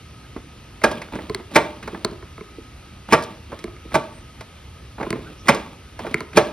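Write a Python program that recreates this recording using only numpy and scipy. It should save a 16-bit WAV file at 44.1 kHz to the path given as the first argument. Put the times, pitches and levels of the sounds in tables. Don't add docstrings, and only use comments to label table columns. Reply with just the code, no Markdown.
import sys
import numpy as np
from scipy import signal
from scipy.fft import rfft, irfft
from scipy.io import wavfile
from scipy.ndimage import uniform_filter1d

SR = 44100
rng = np.random.default_rng(int(sys.argv[2]) if len(sys.argv) > 2 else 0)


def to_wav(s):
    ch = np.atleast_2d(s).T
    pcm = np.round(np.clip(ch, -1, 1) * 32767)
    wavfile.write(sys.argv[1], SR, pcm.astype(np.int16))


N = 287532

# pitch_hz, density_db (dB per Hz)
AIR_SPECTRUM = [(20, -32), (40, -3.5), (65, -0.5), (81, -14), (98, -3), (126, -10), (216, -15),
                (363, -19.5), (600, -25), (1600, -28.5), (2760, -26.5), (6500, -37), (12000, -44),
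                (12600, -40), (13400, -68)]
AIR_DB = -41
# pitch_hz, likeness (0 to 1)
AIR_LIKENESS = [(150, 1), (350, 0.88), (700, 0.38), (1800, 0.88), (3000, 0.86), (5500, 0.55), (7000, 1),
                (15000, 1)]
# pitch_hz, width_hz, fuzz_db, pure_core_db
WHINE = (1264, 83, -58, -64)
WHINE_WAVER_DB, WHINE_WAVER_S = 1.2, 0.2
# start_s, length_s, pitch_hz, width_hz, level_db (before the swell shape)
SWISHES = [(4.08, .17, 8600, 700, -57), (5.36, .09, 5600, 700, -54), (5.235, .08, 1450, 160, -46),
           (.22, .06, 1600, 200, -54)]
# pitch_hz, t60_s
GARAGE_DECAY = [(150, 0.22), (600, 0.52), (2000, 0.34), (6000, 0.36), (12000, 0.2)]
# start_s, level_db, bass_db, upper_middle_db, treble_db
RATTLES_AND_BURST = [(0.363, -30.5, 3.5, -1.5, -14.5), (0.817, -36.5, -18, 7, -6),
                     (0.914, -29.5, -10, -5, -1.5), (1.017, -34.5, -20, 9.5, 1.5),
                     (1.121, -39.5, -29, -16, -25), (1.135, -34, -4, -1, -20), (1.154, -29, 3.5, 1.5, -6),
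                     (1.188, -32, 1, 1, -16), (1.397, -41, 2, -3, -15), (1.515, -42, -4, -4, -2),
                     (1.548, -33, -14, 6, 7), (1.828, -40.5, -31, 8, 1), (1.876, -30, -5.5, -1.5, -8),
                     (1.93, -33, 19, -8, -25), (1.946, -33, -1.5, 1, -21), (2.584, -36.5, 38, 4, -20),
                     (3.087, -37, -12, 0, -16), (3.112, -32.5, 7, 20, 8), (3.224, -40.5, 2, -6, 16),
                     (3.236, -39, 4, -9, 13), (3.501, -44, 17, 0, -22), (3.519, -35.5, -4, -5, -17),
                     (3.527, -35, -10, -8, -18), (3.535, -41, 5, 1, -18), (3.59, -45.5, -13, 14, 14),
                     (3.853, -40.5, 20, 10, 6), (3.918, -39, -2, 9, -9), (4.408, -37, -8, -0.5, -0.5),
                     (4.982, -37, -12, -8, -24), (5.001, -31, -1, -9, -30), (5.009, -28, -3, -3, -23),
                     (5.028, -28, 2.5, 2, -12), (5.156, -32, 10, -8, -33), (5.188, -35.5, 24, -2, -30),
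                     (5.472, -33, -3, 16, 7), (5.546, -31, 8, 0, 11), (5.991, -32.5, -19, -1, -5),
                     (6.047, -30.5, -6, -13, -28), (6.066, -29, 1, 1, -11), (6.111, -38.5, 8, -5, 1),
                     (6.331, -41.5, -11, 13, 0)]
RATTLE_DAMPING_DB_PER_S, RATTLE_CHATTER_S = 441, 0.00259
# pitch_hz, level_db, t60_s
COWL_MODES = [(137.4, -3.5, 0.16), (210.7, 11, 0.046), (338, 5, 0.091), (437.5, 2.5, 0.11),
              (598.4, -1, 0.13), (632, 1, 0.095), (694, -10, 0.041), (895.7, 1, 0.11), (983, -10, 0.12),
              (1144, -4, 0.12), (1224, -3, 0.058), (1375, -11.5, 0.13), (1536, -4, 0.045), (1642, -7, 0.1),
              (2019, -6, 0.047), (2112, -12.5, 0.038), (2258, -7, 0.033), (2420, -1.5, 0.026),
              (3075, -17, 0.073), (4100, -18, 0.022), (5120, -8, 0.024)]
# pitch_hz, level_db
CRACK_SPECTRUM = [(2000, -1.5), (4000, -8.5), (5500, -9.5), (7500, -3), (10000, -12), (13000, -16),
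                  (16500, -17)]
# pitch_hz, level_db, t60_s
CRASH_BANDS = [(77.4, -22, 0.15), (235, 2.5, 0.3), (570, -2, 0.27), (1520, -9.5, 0.11), (2510, -9.5, 0.1),
               (2700, -18, 0.18), (4700, -13, 0.059), (7440, -19.5, 0.064), (11900, -27.5, 0.066),
               (16000, -38, .02)]
# start_s, level_db (before swell and bite), bass_db, upper_middle_db, treble_db, chatter_s,
# bite_hz, bite_db, swell_s, slack_s (before the stop), slack_start_rub_db, slack_end_rub_db, rebound_rub_db
KNOCKS = [(0.837, -10.5, -2.5, 0.5, 1, 0.0091, 1490, 7.5, 0.0058, 0.019, -53, -34, -31.5),
          (1.556, -8, -3.5, 3, 0, 0.011, 980, 4, 0.0053, 0.053, -51, -34.5, -34),
          (3.1233, -7.5, -4.5, 3.5, -1, .017, 1090, 2, 0.0013, 0.039, -40, -32, -33),
          (3.942, -11.5, -4, -2, -1.5, 0.014, 1000, -3.5, 0.013, 0.053, -55, -36.5, -40),
          (5.483, -8, -3, 5.5, 1.5, .012, 950, 3.5, 0.0056, 0.038, -48, -35, -33),
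          (6.37, -6, -3.5, 1, 0.5, .012, 596, -0.5, 0.003, 0.036, -49, -20.5, -32)]
KNOCK_DAMPING_DB_PER_S = 133
SWELL_FROM_DB = -3
BITE_OCTAVES = 0.26
# pitch_hz, level_db
RUB_SPECTRUM = [(100, -3), (200, 3.5), (430, -11.5), (900, -7.5), (1500, -16.5), (2500, -12), (3500, -13.5),
                (6000, -32.5)]
# pitch_hz, width_hz, level_db
PULLEY = (333, 260, -4.5)
SLACK_BRIGHT_DB = -11.5
REBOUND_AFTER_S, REBOUND_S, REBOUND_FADE_DB, REBOUND_BRIGHT_DB = 0.0357, 0.22, -16.5, -23.5
# start_s, length_s, rub_db (as it starts)
REWINDS = [(1.12, 0.3, -39), (1.824, 0.33, -41.5), (3.496, 0.23, -48), (4.985, 0.35, -40),
           (5.997, 0.24, -36.5)]
REWIND_FADE_DB, REWIND_BRIGHT_DB = -8, -22
SLIPS_PER_S, SLIP_DAMPING_DB_PER_S, SLIP_RING_DB = 700, 506, -4
LURCH_DB, LURCH_S = 1.6, 0.012
# start_s, level_db (drive into the modes and click), bass_db, upper_middle_db, treble_db
TAPS_AND_RING = [(1.297, -19.5, -1.5, -2, -9), (1.347, -28.5, 3.5, 12, 11.5), (2.0478, -18, 0, -12, 8),
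                 (2.113, -36, 7, -5, -5), (2.226, -33, -6, 3, -25), (2.379, -28.5, -7, 0.5, -19),
                 (2.409, -32.5, 1.5, 2, -15), (3.641, -27.5, 4, 2, 0.5), (3.678, -30, -12, -4, -28),
                 (3.765, -49, -17, 18, 1), (5.066, -18, -6.5, -34, -40), (5.105, -21.5, 1, 5, 4),
                 (5.128, -18.5, -1, 1.5, -9), (6.143, -18, -0.5, 12, 2), (6.206, -17, -10.5, -0.5, -9)]
# pitch_hz, level_db, t60_s
HANDLE_MODES = [(138, 10.5, 0.036), (214, 6, 0.044), (356.7, 1, 0.093), (414.2, -0.5, 0.12),
                (643, -5.5, 0.039), (1030, -5, 0.036), (1280, -1, 0.017), (1690, -1.5, 0.0089),
                (2154, 4, 0.009), (4270, 5, 0.0061), (4590, -11, 0.018)]
TAP_HOLD_S, TAP_DAMPING_DB_PER_S = 0.018, 600
TAP_ECHO_HZ = 1960
# pitch_hz, left_minus_right_db
NEAR_PAN = [(150, 0.3), (600, -1.9), (1500, -2), (5000, -2), (9000, 1)]
# pitch_hz, left_minus_right_db
PORT_LEVEL = [(150, -0.5), (700, -1.5), (1400, 0), (2100, 0.5), (3000, 0.5), (6000, 0)]
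# pitch_hz, left_lead_rad
PORT_PHASE = [(300, 0.066), (700, 0.48), (1300, 0.28), (2000, 0.17), (3000, 1.09), (5300, 0.69),
              (6800, 2.65), (8000, 3.71), (9000, 5.07), (10000, 6.6), (11000, 7.42), (13000, 8.9),
              (15500, 10.2)]
MIC_LOW_HZ, EDGE_HZ = 52.3, 16300
SIDES = np.array([[.5], [-.5]])


def gain_of(db):
    return 10 ** (np.asarray(db) / 20)


def evened(x):
    return x / np.sqrt(np.mean(x ** 2) + 1e-20)


def read(points, hz):
    f, value = np.transpose(points)
    return np.interp(np.log(hz + 1), np.log(f + 1), value)


def add(mix, s, sound):
    part = mix[round(s * SR):][:len(sound)]
    part += sound[:len(part)]


def coloured(x, gain):
    size = x.shape[-1]
    return irfft(rfft(x) * gain(np.fft.rfftfreq(size, 1 / SR)), size)


def band_noise(size, centre_hz, width_hz):
    return evened(coloured(rng.standard_normal(size), lambda hz: np.exp(-((hz - centre_hz) / width_hz) ** 2)))


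def wander(length_s):
    return evened(uniform_filter1d(rng.standard_normal(N), round(length_s * SR)))


def hiss():
    frames, hz = N // 512 + 5, np.fft.rfftfreq(2048, 1 / SR)
    a, b, c, d, patches = rng.standard_normal((5, 1025, frames))
    patches = evened(uniform_filter1d(uniform_filter1d(patches, 12, 0), 7, 1))
    same = np.minimum(read(AIR_LIKENESS, hz), 1)[:, None]
    left, other = a + 1j * b, c + 1j * d
    right = same * left + np.sqrt(1 - same ** 2) * other
    spectrum = np.array([left, right]) * gain_of(read(AIR_SPECTRUM, hz)[:, None] + 1.2 * patches)
    sound = signal.istft(spectrum, nperseg=2048, noverlap=1536)[1][:, :N]
    return gain_of(AIR_DB) * evened(sound)


def whine():
    whine_hz, width, fuzz_db, core_db = WHINE
    fuzz = coloured(rng.standard_normal(N), lambda hz: 1 / (1 + (2 * (hz - whine_hz) / width) ** 2))
    core = np.sin(2 * np.pi * whine_hz * np.arange(N) / SR)
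    tone = gain_of(fuzz_db) * evened(fuzz) + gain_of(core_db) * evened(core)
    return tone * gain_of(WHINE_WAVER_DB * wander(WHINE_WAVER_S))


def swishes():
    out = np.zeros(N)
    for s, length, hz, width, db in SWISHES:
        puff = band_noise(round(length * SR), hz, width)
        add(out, s, gain_of(db) * puff * np.hanning(len(puff)))
    return out


def garage(x):
    taps = np.zeros((2, SR // 2))
    at = np.arange(300, SR // 2 - 20, 20)
    at = at + rng.integers(0, 20, (2, len(at)))
    np.put_along_axis(taps, at, rng.choice([-1., 1.], at.shape), 1)
    taps[1] = 0.85 * taps[0] + 0.5 * taps[1]
    hz, t, z = signal.stft(taps, SR, nperseg=256)
    fade = gain_of(-60 * t / read(GARAGE_DECAY, hz)[:, None])
    tail = signal.istft(z * fade, SR, nperseg=256)[1]
    tail = tail / np.linalg.norm(tail, axis=1)[:, None]
    return signal.fftconvolve(x[None], tail, axes=1)[:, :N]


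def tilt(bass_db, upper_db, treble_db, hz):
    return read([(420, bass_db), (620, 0), (1100, 0), (2000, upper_db), (3600, treble_db)], hz)


def ring(modes, colour, vary_db, rise_turns, spread):
    hz, db, t60 = np.tile(np.transpose(modes), 2)[:, :, None]
    t = np.arange(SR // 4) / SR
    level_chance, phase_chance, pitch_chance = rng.standard_normal((3, len(hz), 1))
    neighbour = np.arange(len(hz))[:, None] >= len(modes)
    db = db + tilt(*colour, hz) + vary_db * level_chance - 7 * neighbour
    hz = hz * (1 + spread * pitch_chance * np.where(neighbour, 1, 0.08))
    build = (1 - np.exp(-t * hz / rise_turns)) ** 2
    tone = np.sin(2 * np.pi * hz * t + 2 * phase_chance)
    return (gain_of(db - 60 * t / t60) * build * tone).sum(0)


def crack(treble_db, t60):
    t = np.arange(4096) / SR
    noise = evened(coloured(rng.standard_normal(4096), lambda hz: gain_of(read(CRACK_SPECTRUM, hz))))
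    fade = gain_of(-60 * t / t60)
    burst = fade * noise
    return gain_of(treble_db) * burst * np.linalg.norm(fade) / np.linalg.norm(burst)


def crash(colour):
    hz, t, z = signal.stft(rng.standard_normal(SR // 4), SR, nperseg=256, noverlap=192)
    bands = np.array(CRASH_BANDS)
    db = read(bands[:, :2], hz) + tilt(*colour, hz)
    t60 = read(bands[:, ::2], hz)
    fade = gain_of(db[:, None] - 60 * t / t60[:, None])
    noise = signal.istft(z * fade, SR, nperseg=256, noverlap=192)[1]
    return 10 * noise[:SR // 4] * (1 - np.exp(-np.arange(SR // 4) / 40))


def blow(db, colour, chatter_s, damping, count, crack_db, crash_db, restrike, first, rise_turns):
    t = np.arange(SR // 4) / SR
    at = (np.arange(count) + rng.random(count)) / count * (np.arange(count) > 0)
    uneven = gain_of(3.8 * rng.standard_normal(count) * (at > 0)) * rng.choice([-1, 1], count)
    body = np.zeros(len(t))
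    for late, size in zip(at, uneven):
        strength = size * (1 - 0.87 * late) * (1 if late else first) / np.sqrt(count)
        cowl = ring(COWL_MODES, colour, vary_db=2.5, rise_turns=rise_turns, spread=0.043)
        answer = gain_of(crash_db) * crash(colour) + (restrike if late else 1) * cowl
        add(answer, 0, crack(colour[-1] + crack_db, t60=0.011))
        add(body, late * chatter_s, strength * answer)
    body = body * gain_of(-damping * np.maximum(t - chatter_s, 0))
    return gain_of(db) * body / np.sqrt(np.mean(body[:1024] ** 2))


def rattles_and_burst():
    out = np.zeros(N)
    for s, db, *colour in RATTLES_AND_BURST:
        add(out, s, blow(db, colour, RATTLE_CHATTER_S, RATTLE_DAMPING_DB_PER_S, count=2, crack_db=2.5,
                         crash_db=5.0, restrike=0.77, first=2.3, rise_turns=0.3))
    return out


def strokes():
    slack = [(s - lead, lead, first_db, last_db, SLACK_BRIGHT_DB)
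             for s, *_, lead, first_db, last_db, _ in KNOCKS]
    rebound = [(s + REBOUND_AFTER_S, REBOUND_S, db, db + REBOUND_FADE_DB, REBOUND_BRIGHT_DB)
               for s, *_, db in KNOCKS]
    rewind = [(s, length, db, db + REWIND_FADE_DB, REWIND_BRIGHT_DB) for s, length, db in REWINDS]
    return slack + rebound + rewind


def rope():
    t, level, bright = np.arange(N) / SR, np.zeros(N), np.zeros(N)
    for s, length, first_db, last_db, bright_db in strokes():
        edges = np.clip(np.minimum(t - s, s + length - t) / .002, 0, 1)
        stroke = gain_of(np.interp(t, [s, s + length], [first_db, last_db])) * edges
        level += stroke
        bright += gain_of(bright_db) * stroke
    lurch = gain_of(LURCH_DB * wander(LURCH_S))
    level, bright = level * lurch, bright * lurch

    size = gain_of(4 * np.minimum(rng.exponential(1, N), 4))
    slips = size * (rng.random(N) < SLIPS_PER_S / SR) * rng.choice([-1, 1], N)
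    dull = evened(coloured(slips, lambda hz: gain_of(read(RUB_SPECTRUM, hz))))
    slip_hiss = evened(coloured(slips, lambda hz: gain_of(read(CRACK_SPECTRUM, hz))))
    cowl = ring(COWL_MODES, (-2, 3, -3), vary_db=4.5, rise_turns=0.11, spread=0.027)
    cowl = cowl * gain_of(-SLIP_DAMPING_DB_PER_S * t[:SR // 4])
    rung = signal.oaconvolve(level * evened(slips), cowl / np.linalg.norm(cowl))[:N]

    rub = evened(coloured(rng.standard_normal(N), lambda hz: gain_of(read(RUB_SPECTRUM, hz))))
    pulley_hz, width, pulley_db = PULLEY
    drone = gain_of(pulley_db) * band_noise(N, pulley_hz, width)
    return gain_of(SLIP_RING_DB) * rung + level * (drone + 0.58 * dull + 0.62 * rub) + bright * slip_hiss


def knocks():
    out = np.zeros(N)
    for s, db, bass_db, upper_db, treble_db, chatter_s, bite_hz, bite_db, swell_s, *_ in KNOCKS:
        knock = blow(db, (bass_db, upper_db, treble_db), chatter_s, KNOCK_DAMPING_DB_PER_S, count=5,
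                     crack_db=-0.5, crash_db=-2.5, restrike=1.34, first=0.74, rise_turns=0.82)
        t = np.arange(len(knock)) / SR
        knock = knock * gain_of(SWELL_FROM_DB * np.maximum(1 - t / swell_s, 0))

        def bite(hz):
            return gain_of(bite_db * np.exp(-(np.log2((hz + 1) / bite_hz) / BITE_OCTAVES) ** 2))
        add(out, s, coloured(knock, bite))
    return out


def taps_and_ring():
    out = np.zeros(N)
    for s, db, *colour in TAPS_AND_RING:
        sound = ring(HANDLE_MODES, colour, vary_db=2.0, rise_turns=1.05, spread=0.072)
        add(sound, 0, crack(colour[-1] - 3, t60=0.014))
        held_s = np.maximum(np.arange(len(sound)) / SR - TAP_HOLD_S, 0)
        add(out, s, gain_of(db - TAP_DAMPING_DB_PER_S * held_s) * sound)
    return out


def scene():
    air = hiss() + whine()
    engine = swishes() + rattles_and_burst() + rope() + knocks()
    taps = taps_and_ring()
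    near = coloured(engine + taps, lambda hz: gain_of(SIDES * read(NEAR_PAN, hz)))
    dulled_taps = coloured(taps, lambda hz: 1 / np.hypot(1, (hz / TAP_ECHO_HZ) ** 2))
    return near + garage(gain_of(-14.0) * engine + gain_of(-10.5) * dulled_taps) + air


def record(dry):
    ports = coloured(dry, lambda hz: gain_of(SIDES * read(PORT_LEVEL, hz))
                     * np.exp(1j * SIDES * read(PORT_PHASE, hz)))
    bass_cut = signal.butter(3, MIC_LOW_HZ, "high", fs=SR, output="sos")
    clipped = np.clip(signal.sosfilt(bass_cut, ports), -1, 1)
    band_limit = signal.firwin(511, EDGE_HZ, window=("kaiser", 9), fs=SR)
    return signal.oaconvolve(clipped, band_limit[None], "same")


dry = scene()
out = record(dry)
to_wav(out)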